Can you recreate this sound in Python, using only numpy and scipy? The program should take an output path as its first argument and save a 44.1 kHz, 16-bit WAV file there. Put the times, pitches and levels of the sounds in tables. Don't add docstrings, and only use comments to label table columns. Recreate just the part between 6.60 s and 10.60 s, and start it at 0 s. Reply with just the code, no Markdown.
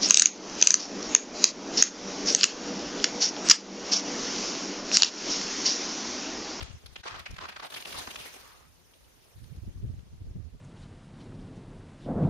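import sys
import numpy as np
from scipy import signal
from scipy.io import wavfile
from scipy.ndimage import uniform_filter1d

SR = 44100
rng = np.random.default_rng(int(sys.argv[2]) if len(sys.argv) > 2 else 0)


def to_wav(sig):
    pcm = np.clip(np.atleast_2d(sig), -1, 1) * 32767
    pcm = np.round(pcm).astype(np.int16)
    wavfile.write(sys.argv[1], SR, pcm.T)


def decibels_to_gain(level_db):
    exponent = np.asarray(level_db, float) / 20
    return 10 ** exponent


N = 176400

# frequency in Hz, level in dB.
AIR_SPECTRUM = [(150, -9), (400, -4.5), (1360, -16.5), (4200, -19.5), (11600, -30), (15500, -56)]
# frequency in Hz, level in dB.
BUFFET_SPECTRUM = [(15, -42), (30, -3.5), (65, 6), (90, 0.5), (190, -9.5), (400, -24.5), (700, -38)]
# centre in seconds, peak in dB, length in seconds, eddy rate in Hz.
LEFT_GUSTS = [(.023, -32.5, 0.046, 73), (.098, -33.5, .026, 87.2), (.146, -39.5, .025, 69),
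              (.248, -43, .038, 66.6), (.297, -46, 0.024, 85.5), (.324, -44.5, .024, 68),
              (.401, -46.5, 0.021, 71), (.53, -39, .026, 86.7), (.565, -45, 0.027, 77.4),
              (.605, -43.5, 0.042, 85), (.705, -38, .023, 80), (.733, -38, .02, 85.3),
              (.79, -42.5, .014, 204), (1.38, -50, 0.065, 110.5), (1.483, -42, .014, 226),
              (1.55, -60, .07, 93.2), (1.623, -52.5, .05, 102), (1.82, -56, .06, 84.8),
              (2.778, -42.5, .031, 84), (2.836, -44, .022, 100), (2.974, -35, .04, 74.3),
              (3.033, -48, .019, 114), (3.085, -34, 0.058, 84.2), (3.17, -36.5, .04, 84.4),
              (3.207, -38, .02, 104), (3.247, -25.5, .021, 106.5), (3.275, -28.5, .02, 117.6),
              (3.325, -41, 0.048, 91), (3.385, -38, 0.049, 86.5), (3.436, -43.5, .019, 117),
              (3.477, -43, .023, 75), (3.542, -38, .034, 77.3), (3.585, -48, .024, 82),
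              (3.62, -38.5, .025, 98.3), (3.65, -39, 0.022, 89.7), (3.68, -37, 0.023, 77.5),
              (3.712, -35, 0.036, 78), (3.766, -30.5, 0.024, 148.8), (3.944, -45, .052, 97.4)]
# centre in seconds, peak in dB, length in seconds, eddy rate in Hz.
RIGHT_GUSTS = [(0.16, -41.5, .027, 83.5), (0.25, -47, .018, 121), (.544, -55, 0.029, 93),
               (0.711, -39, .023, 86), (.737, -38, 0.02, 117), (0.823, -48, 0.045, 112.8),
               (1.381, -50, 0.061, 122.5), (1.48, -47, 0.0136, 228), (1.588, -57, 0.098, 90.5),
               (2.102, -58.5, .08, 95), (2.762, -46, 0.017, 97), (2.83, -40, 0.045, 114.4),
               (2.878, -43, 0.029, 68), (2.921, -36, 0.025, 99), (2.982, -37, .03, 78.6),
               (3.035, -31.5, .021, 95.4), (3.08, -29.5, .024, 83.5), (3.172, -37.5, .031, 110.5),
               (3.211, -37, .018, 86), (3.242, -27, 0.034, 98), (3.302, -30.5, .03, 80),
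               (3.34, -33.5, .022, 80), (3.389, -39.5, 0.036, 89.8), (3.462, -46.5, 0.043, 91),
               (3.532, -39.5, 0.035, 101.3), (3.585, -44, 0.01, 74), (3.616, -33.5, .019, 85.5),
               (3.672, -33, 0.037, 66.4), (3.716, -37, .022, 78.7), (3.762, -30.5, .016, 171.3),
               (3.791, -32, .045, 100.7), (3.86, -36, .061, 63), (3.949, -36.5, .033, 70)]
# time in seconds, level in dB, needle brightness in dB.
CROWN_RUSH = [(0, -45, -44), (.2, -59.5, -13), (0.601, -62.5, -9.5), (1.0, -61, -10), (1.15, -50.5, -5.5),
              (1.4, -45, -11.5), (1.72, -50, -9), (1.92, -58.5, -6), (2.05, -64, -6.5), (2.8, -62.5, -5.5),
              (3.15, -64, -11), (4, -69.5, -12.5)]
# frequency in Hz, level in dB.
BOUGH_SPECTRUM = [(150, -16), (400, -6), (1100, -9.5), (3000, -12), (6500, -12), (9000, -26)]
# frequency in Hz, level in dB.
NEEDLE_SPECTRUM = [(6000, -57), (8500, 12), (10000, 16), (14000, 11), (15600, 8)]
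# start in seconds, peak in dB, ring in Hz, length in seconds, treble in dB.
SPLINTERS = [(.002, -29.5, 3250, 0.014, -39), (0.022, -31, 2390, 0.011, -1.5), (0.256, -37, 3900, 0.013, 0),
             (0.355, -30.5, 2190, .012, -37), (0.379, -46, 3570, 0.1, -30), (0.43, -26, 1520, 0.012, -33),
             (0.446, -30.5, 1150, 0.053, -52), (0.47, -45, 630, 0.011, -45), (0.475, -32, 3300, 0.011, -52),
             (0.492, -35.5, 1220, 0.049, -28), (.535, -34.5, 1180, 0.044, -42),
             (0.571, -41, 1170, 0.046, -25), (0.587, -37.5, 3400, 0.02, -1.5),
             (0.653, -30.5, 2360, 0.02, -28), (0.703, -37, 5740, 0.015, -6),
             (0.74, -42.5, 3620, 0.0079, -9), (0.759, -35.5, 1740, 0.011, -11),
             (0.781, -28.5, 1390, 0.0095, -35), (0.796, -33, 1070, 0.05, -43),
             (0.824, -35.5, 1160, 0.046, -33), (0.851, -32, 1320, 0.0072, -43),
             (0.878, -34, 2470, 0.029, -6), (0.913, -40, 1800, 0.022, -20), (0.957, -31, 1390, 0.016, -36),
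             (0.992, -32, 1130, 0.015, -13), (1.016, -32, 890, 0.035, -12), (1.038, -34, 850, 0.044, -4.5)]
# start in seconds, peak in dB, ring in Hz, length in seconds, treble in dB.
SNAPS = [(1.099, -38, 3520, 0.012, 2), (1.117, -35, 1800, 0.017, -15), (1.135, -30, 3320, 0.018, -9),
         (1.152, -32, 2410, 0.035, -1.5), (1.173, -50, 1770, 0.011, -5), (1.197, -36.5, 3300, 0.015, -12),
         (1.221, -31.5, 2750, 0.0063, -20), (1.246, -29, 2870, 0.013, -21), (1.264, -37, 4720, 0.036, -5),
         (1.298, -36.5, 3220, 0.017, -2), (1.319, -30.5, 3060, 0.014, -3), (1.336, -32.5, 1120, 0.032, -11),
         (1.362, -30, 3830, 0.048, -1), (1.386, -37, 4540, 0.0034, -2), (1.405, -39.5, 1620, 0.025, 1),
         (1.45, -45, 3060, 0.0048, -16), (1.469, -29, 1140, 0.011, -47), (1.499, -33.5, 2840, 0.019, 0.5),
         (1.553, -29.5, 2680, 0.012, -13), (1.572, -37, 2740, 0.078, 0), (1.638, -38.5, 2130, 0.065, 3),
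         (2.333, -49.5, 3020, 0.011, -15), (2.837, -46.5, 4270, 0.0091, -3), (2.957, -54.5, 4230, 0.013, 7),
         (3.388, -53.5, 2800, 0.011, -7), (1.706, -49, 1200, 0.37, -45)]
# frequency in Hz, level in dB.
WOOD_SPECTRUM = [(150, -4.5), (300, -6.5), (700, -4.5), (1200, -3), (2500, -5.5), (4500, -9), (6800, -21),
                 (9000, -26.5)]
# frequency in Hz, time to fall 60 dB in seconds.
YARD_DECAY = [(500, 0.43), (3000, 0.71), (15000, 0.027)]
# centre in seconds, gain change in dB.
DUCKS = [
    (0.343, 1.5),
    (0.428, -14.5),
    (.645, -1.5),
    (1.088, -5.5),
    (1.243, -5),
    (1.543, 0.5),
]


def evened(x):
    return x / np.sqrt(np.mean(x ** 2) + 1e-20)


def read(points, hz):
    f, value = np.transpose(points)
    return np.interp(np.log(hz + 1), np.log(f + 1), value)


def colour(x, points):
    hz = np.fft.rfftfreq(8192, 1 / SR)
    points = [(points[0][0] / 2, -90)] + list(points) + [(points[-1][0] * 1.5, -90)]
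    log_gain = read(points, hz) * np.log(10) / 20
    log_gain = np.concatenate([log_gain, log_gain[-2:0:-1]])
    minimum_phase = np.exp(np.conj(signal.hilbert(log_gain)))
    taps = np.fft.ifft(minimum_phase).real[:4096]
    return signal.oaconvolve(x, taps[None] / np.linalg.norm(taps), axes=1)[:, :x.shape[1]]


def patchy(x, depth_db, size=512):
    z = signal.stft(x, nperseg=size)[2]
    field = rng.standard_normal(z.shape[1:])
    field = uniform_filter1d(field, size=5, axis=0)
    field = evened(uniform_filter1d(field, size=6, axis=1))
    return signal.istft(z * decibels_to_gain(depth_db * field), nperseg=size)[1][:, :N]


def wander(span_s):
    n = max(round(span_s * SR), 2)
    once = uniform_filter1d(rng.standard_normal((2, N)), n, axis=1)
    return evened(uniform_filter1d(once, n, axis=1))


def grit(per_s, spread_db):
    struck = rng.random((2, N)) < per_s / SR
    size = decibels_to_gain(spread_db * np.minimum(rng.exponential(1, (2, N)), 5))
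    return evened(struck * rng.choice([-1., 1.], (2, N)) * size)


def swell(length, rise, fall, sag_db):
    t = np.arange(0, length + 8 * fall, 1 / SR)
    attack = np.sin(np.pi / 2 * np.minimum(t / rise, 1)) ** 2
    sag = decibels_to_gain(sag_db * (np.maximum(t - rise, 0) / length) ** 2)
    return attack * sag * np.exp(-np.maximum(t - length, 0) / fall)


def add(mix, s, sound):
    part = mix[:, max(round(s * SR), 0):][:, :sound.shape[1]]
    part += sound[:, :part.shape[1]]


def air():
    return decibels_to_gain(-66.5) * patchy(colour(rng.standard_normal((2, N)), AIR_SPECTRUM), 1.3)


def wind():
    breeze_db, gust_db, slap_db, roll_db = -65, -4.5, 14.5, -2
    spread, pitch_wobble, steadiness = 0.58, 0.184, 0.5
    push = decibels_to_gain(breeze_db + 3.3 * wander(0.053))
    rolls, wobble = np.zeros((2, N)), wander(0.011)
    for port, gusts in enumerate([LEFT_GUSTS, RIGHT_GUSTS]):
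        for s, db, length, hz in gusts:
            first = max(round((s - 2 * length) * SR), 0)
            n = np.arange(first, min(round((s + 2 * length) * SR), N))
            shape = decibels_to_gain(db) * np.exp(-((n / SR - s) / (spread * length)) ** 2)
            push[port, n] += decibels_to_gain(gust_db) * shape
            turns = rng.random() + np.cumsum(hz * (1 + pitch_wobble * wobble[port, n])) / SR
            rolls[port, n] += shape * np.cos(2 * np.pi * turns)
    eddies = colour(rng.standard_normal((2, N)), BUFFET_SPECTRUM)
    power = uniform_filter1d(eddies ** 2 + 0.00075, 900, axis=1)
    eddies = evened(eddies / power ** (steadiness / 2))
    slap_band = signal.butter(2, [150, 330], "band", fs=SR, output="sos")
    slap = evened(signal.sosfilt(slap_band, rng.standard_normal((2, N))))
    buffeting = push * eddies + push ** 2 * decibels_to_gain(slap_db) * slap
    return buffeting * decibels_to_gain(wander(0.03)) + decibels_to_gain(roll_db) * rolls


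def crown():
    calm_db, stirred_db, twigs_per_s, twig_db, twig_decay_s = -66, -52, 170, -9.5, 0.0046
    s, db, bright_db = np.transpose(CROWN_RUSH)
    t = np.arange(N) / SR
    level_db = np.interp(t, s, db)
    stirred = np.clip((level_db - calm_db) / (stirred_db - calm_db), 0.15, 1)
    ticks = abs(grit(twigs_per_s, 2.5)[:1])
    twigs = evened(signal.lfilter([1], [1, -np.exp(-1 / (twig_decay_s * SR))], ticks))
    flicker_db = stirred * (wander(0.033)[0] * 0.33 + wander(0.023)[0] * 0.59)
    stir = rng.standard_normal((2, N)) * (1 + stirred * decibels_to_gain(twig_db) * twigs)
    stir = stir * decibels_to_gain(level_db + flicker_db)
    boughs = decibels_to_gain(-2.5) * colour(stir, BOUGH_SPECTRUM)
    needles = colour(stir * decibels_to_gain(np.interp(t, s, bright_db) - 1.0), NEEDLE_SPECTRUM)
    return patchy(boughs + needles, 2.64, size=256)


def cracks():
    rise_s, rise_share, fall_s, sag_db = 0.0032, 0.34, 0.0044, -29
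    crack_db, treble_trim_db, ring_db, ring_width = -12, -0.5, 0.5, 0.27
    fibres = grit(3000, 2)
    body, top, ring = np.zeros((3, 2, N))
    for s, db, hz, length, treble_db in SPLINTERS + SNAPS:
        shape = swell(length, rise_s + rise_share * length, fall_s, sag_db)
        burst = fibres[:, round(s * SR):][:, :len(shape)] * shape
        burst = burst * np.sqrt((shape ** 2).sum() / (burst ** 2).sum(axis=1, keepdims=True))
        burst = burst * decibels_to_gain(db + crack_db)
        add(body, s, burst)
        add(top, s, burst * shape * decibels_to_gain(treble_db + treble_trim_db))
        b, a = signal.iirpeak(hz, 1 / ring_width, SR)
        rung = signal.lfilter(b, a, np.pad(burst, [(0, 0), (0, 400)]))
        add(ring, s, rung * np.sqrt(SR / (np.pi * hz * ring_width)) * decibels_to_gain(ring_db))
    treble = signal.lfilter(*signal.butter(2, 10000, fs=SR), colour(top, NEEDLE_SPECTRUM))
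    tearing = patchy(colour(body, WOOD_SPECTRUM) + treble, 3.4, size=128)
    return tearing + signal.lfilter(*signal.butter(4, 6500, fs=SR), ring)


def yard(x):
    taps = np.zeros((2, SR // 2))
    at = np.arange(400, SR // 2 - 20, 20) + rng.integers(0, 20, (2, (SR // 2 - 401) // 20))
    np.put_along_axis(taps, at, rng.choice([-1., 1.], at.shape), 1)
    hz, t, z = signal.stft(taps, SR, nperseg=256)
    decay = decibels_to_gain(-60 * t / read(YARD_DECAY, hz)[:, None])
    tail = signal.istft(z * decay, SR, nperseg=256)[1]
    return signal.fftconvolve(x[::-1], tail / np.linalg.norm(tail[0]), axes=1)[:, :N]


def scene():
    wood = cracks()
    return air() + wind() + crown() + wood + decibels_to_gain(-13) * yard(wood)


def low_pass(x):
    return signal.sosfilt(signal.butter(12, 15680, fs=SR, output="sos"), x)


def record(dry):
    duck_s = 0.013
    t = np.arange(N) / SR
    duck_db = sum(db * np.exp(-((t - s) / duck_s) ** 4) for s, db in DUCKS)
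    ducked = dry * decibels_to_gain(duck_db)
    b, a = signal.iirpeak(7750, 10, SR)
    heard = ducked - 0.35 * signal.lfilter(b, a, ducked)
    band_edge = signal.ellip(10, 0.5, 80, 15560, fs=SR, output="sos")
    heard = signal.sosfilt(band_edge, heard)
    return low_pass(heard)


dry = scene()
out = record(dry)
to_wav(out)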